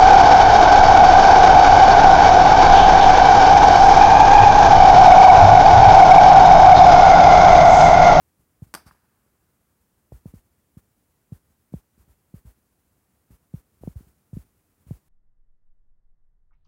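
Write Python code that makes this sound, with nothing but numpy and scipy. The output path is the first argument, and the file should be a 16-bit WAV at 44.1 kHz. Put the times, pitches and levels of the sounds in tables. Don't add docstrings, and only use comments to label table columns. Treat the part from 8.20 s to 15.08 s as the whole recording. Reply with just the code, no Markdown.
import sys
import numpy as np
from scipy import signal
from scipy.fft import rfft, irfft
from scipy.io import wavfile
from scipy.ndimage import uniform_filter1d

SR = 44100
rng = np.random.default_rng(int(sys.argv[2]) if len(sys.argv) > 2 else 0)


def wav_out(sig):
    wavfile.write(sys.argv[1], SR, np.round(np.clip(np.atleast_2d(sig).T, -1, 1) * 32767).astype(np.int16))


N = 303627

# t/s, level/dB, relative scatter level/dB, scatter T60/s
SHOCK_ARRIVALS = [(0.54, -14.5, -4, 0.0043), (0.5422, -17, 6.5, 0.0081), (0.5498, -18, 3.5, 0.019)]


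def gain_of(db):
    return 10 ** (np.asarray(db) / 20)


def curve_at(points, hz):
    f, value = np.transpose(points)
    return np.interp(np.log(hz + 1), np.log(f + 1), value)


def add(mix, start_s, sound):
    part = mix[round(start_s * SR):][:len(sound)]
    part += sound[:len(part)]


def cut(x, hz, kind, order=4):
    return signal.sosfilt(signal.butter(order, min(hz, SR / 2 - 1), kind, fs=SR, output="sos"), x)


def minimum_phase(spectrum, size=4096):
    log_gain = np.log(gain_of(curve_at(spectrum, abs(np.fft.fftfreq(size, 1 / SR)))))
    transfer = np.exp(np.conj(signal.hilbert(log_gain)))
    response = np.fft.ifft(transfer).real[:size // 2]
    return response / abs(response).max()


def air(rms_db=-59):
    # f/Hz, relative density level/dB
    spectrum = [(15, -32), (28, -17), (45, -5), (70, 4), (120, -3), (200, -4), (350, -9.5), (600, -15),
                (1300, -18.5), (2200, -23), (3600, -28), (6000, -26.5), (9000, -23), (15500, -22.5)]
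    colour = gain_of(curve_at(spectrum, np.fft.rfftfreq(N, 1 / SR)))
    noise = irfft(rfft(rng.standard_normal(N)) * colour, N)
    return gain_of(rms_db) * noise / noise.std()


def street_reverberation(size=256):
    # f/Hz, relative initial level/dB, T60/s
    bands = np.array([(98.8, 3, 1.5), (400, 2.5, 1.3), (1370, 2.5, 3.45), (2464, 7.5, 1.8), (5000, 1, 1.14),
                      (10000, 2, 0.51), (16000, -18, .3)])
    hz, t, noise = signal.stft(rng.standard_normal(2 * SR) / np.sqrt(SR), SR, nperseg=size)
    level_db = curve_at(bands[:, [0, 1]], hz)[:, None]
    t60 = curve_at(bands[:, [0, 2]], hz)[:, None]
    return signal.istft(noise * gain_of(level_db - 60 * t / t60), SR, nperseg=size)[1]


def scatter(envelope):
    taps = envelope * rng.standard_normal(len(envelope))
    return taps / np.linalg.norm(taps)


def push(low_hz, high_hz, order=4, size=8192):
    wave = cut(signal.unit_impulse(size), high_hz, "low")
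    wave = cut(wave, low_hz, "high", order=order)
    return wave / abs(wave).max()


def thump(db, hz, full_db=-25.5, full_octaves=0.7, blur_octaves_per_db=0.12):
    octaves = full_octaves + blur_octaves_per_db * (full_db - db)
    edge_ratio = 2 ** (octaves / 2)
    return gain_of(db) * push(hz / edge_ratio, hz * edge_ratio, order=3)


def puff(db, hz, knock_db, swell_db):
    wave = thump(db, hz)
    knock = -gain_of(db + knock_db) * push(low_hz=308, high_hz=613, order=2)
    swell = gain_of(swell_db) * push(low_hz=41, high_hz=79)
    add(wave, 0.00043, knock)
    add(wave, 0.0143, swell)
    return wave


def flaring(sputter_per_s=1.5, sputter_db=-58.5, spread_db=1, sputter_hz=85):
    # t/s, thump level/dB, f/Hz, knock level/dB re thump, swell level/dB
    flare_ups = [(0.192, -46.5, 55, -28, -60), (0.42, -27, 120, -18, -60), (0.466, -46.5, 70, -12, -57),
                 (0.662, -39, 93, -22, -56), (1.062, -49, 110, -11, -65), (1.92, -32.4, 88.5, 1, -38),
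                 (2.0556, -26.8, 146, -9.5, -42), (2.137, -31.1, 141, -12.5, -42),
                 (2.569, -31, 131, -32, -64), (3.12, -25, 131, -18, -44), (3.5226, -36, 117, -28, -41),
                 (3.5374, -22, 157, -9, -38), (3.777, -45.5, 91, -25, -47), (3.877, -45, 79, -29, -45.5),
                 (4.139, -28, 140, -15, -42), (4.25, -37.5, 82, -23, -39), (5.104, -39, 108, -30, -44),
                 (5.3379, -22, 142, -17, -40), (5.61, -41.5, 78, -28, -40), (5.6347, -38, 115, 7, -38),
                 (5.6737, -22.6, 163, -9, -40.5), (5.756, -27, 78, -21, -46), (5.8063, -40, 110, -30, -51),
                 (5.867, -42.5, 70, -30, -51), (6.1299, -26, 124, -16, -34),
                 (6.1678, -24.5, 154, -21, -39.5), (6.248, -46, 92, -26, -53),
                 (6.6654, -40.3, 79, -24, -42), (6.7077, -22.5, 129, -15, -38.5)]
    pulses = np.zeros(N)
    for start_s, db, hz, knock_db, swell_db in flare_ups:
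        add(pulses, start_s, puff(db, hz, knock_db, swell_db))
    lit_s = SHOCK_ARRIVALS[0][0]
    burn_s = N / SR - lit_s
    for when, weakness in rng.random((int(sputter_per_s * burn_s), 2)):
        db = sputter_db + spread_db * (1 - 2 * weakness)
        add(pulses, lit_s + when * burn_s, thump(db, sputter_hz))
    return cut(cut(pulses, 1060, "low"), 44, "high")


def crack(yard_t60=0.27, yard_db=-20, echo_db=-19, street_db=-20):
    # f/Hz, relative level/dB
    spectrum = [(60, -6), (290, 5), (420, -5), (900, 4), (1250, 2.5), (1620, 1), (1900, -6), (3400, -12.5),
                (4450, -9.5), (4740, -0.5), (4900, 0.5), (5300, -6.5), (5900, -8), (7000, -19), (8800, -6),
                (11500, -13), (13500, -10), (16000, -22)]
    # t/s, relative level/dB, spread/s, lowest f/Hz, highest f/Hz
    house_echoes = [(0.653, -10.5, 0.0096, 290, 15000), (0.7098, -3.5, 0.00043, 960, 1640),
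                    (0.745, -18, 0.0017, 200, 2000)]
    paths, t = np.zeros(N), np.arange(SR // 2) / SR
    for arrival_s, db, scatter_db, t60 in SHOCK_ARRIVALS:
        arrival = gain_of(scatter_db) * scatter(gain_of(-60 * t / t60))
        arrival[0] += 1
        add(paths, arrival_s, gain_of(db) * arrival)
    last_s = SHOCK_ARRIVALS[-1][0]
    add(paths, last_s, gain_of(yard_db) * scatter(gain_of(-60 * t / yard_t60)))
    add(paths, last_s, gain_of(street_db) * street_reverberation())
    for arrival_s, db, spread_s, low_hz, high_hz in house_echoes:
        wall = scatter((t / spread_s) ** 2 * np.exp(-t / spread_s))
        echo = cut(cut(wall, high_hz, "low"), low_hz, "high")
        add(paths, arrival_s, gain_of(echo_db + db) * echo)
    return signal.oaconvolve(paths, minimum_phase(spectrum))[:N]


def scene(side_db=-21, side_hz=1500):
    shock = crack()
    middle = shock + air() + flaring()
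    hz = np.fft.rfftfreq(N, 1 / SR)
    quadrature_treble = irfft(1j * rfft(shock) * hz / np.hypot(hz, side_hz), N)
    side = gain_of(side_db) * quadrature_treble
    return np.array([middle + side, middle - side])


def record(dry, key_hz=2000, open_db=-55.0, knee_db=3.0, depth_db=11,
           window_s=0.022, glide_s=0.014, ceiling_db=-14.5, edge_hz=15900):
    key = cut(dry.mean(0), key_hz, "low", order=2)
    span = int(window_s * SR)
    power = signal.oaconvolve(key ** 2, np.ones(span) / span)[:N]
    level_db = 10 * np.log10(abs(power) + 1e-12)
    shut = (1 - np.tanh((level_db - open_db) / (2 * knee_db))) / 2
    shut = uniform_filter1d(shut, int(glide_s * SR))
    gated = dry * gain_of(-depth_db * shut)
    clipped = np.clip(gated, -gain_of(ceiling_db), gain_of(ceiling_db))
    low_pass = signal.firwin(511, edge_hz, window=("kaiser", 9), fs=SR)
    return signal.oaconvolve(clipped, low_pass[None], "same")


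dry = scene()
out = record(dry)
wav_out(out)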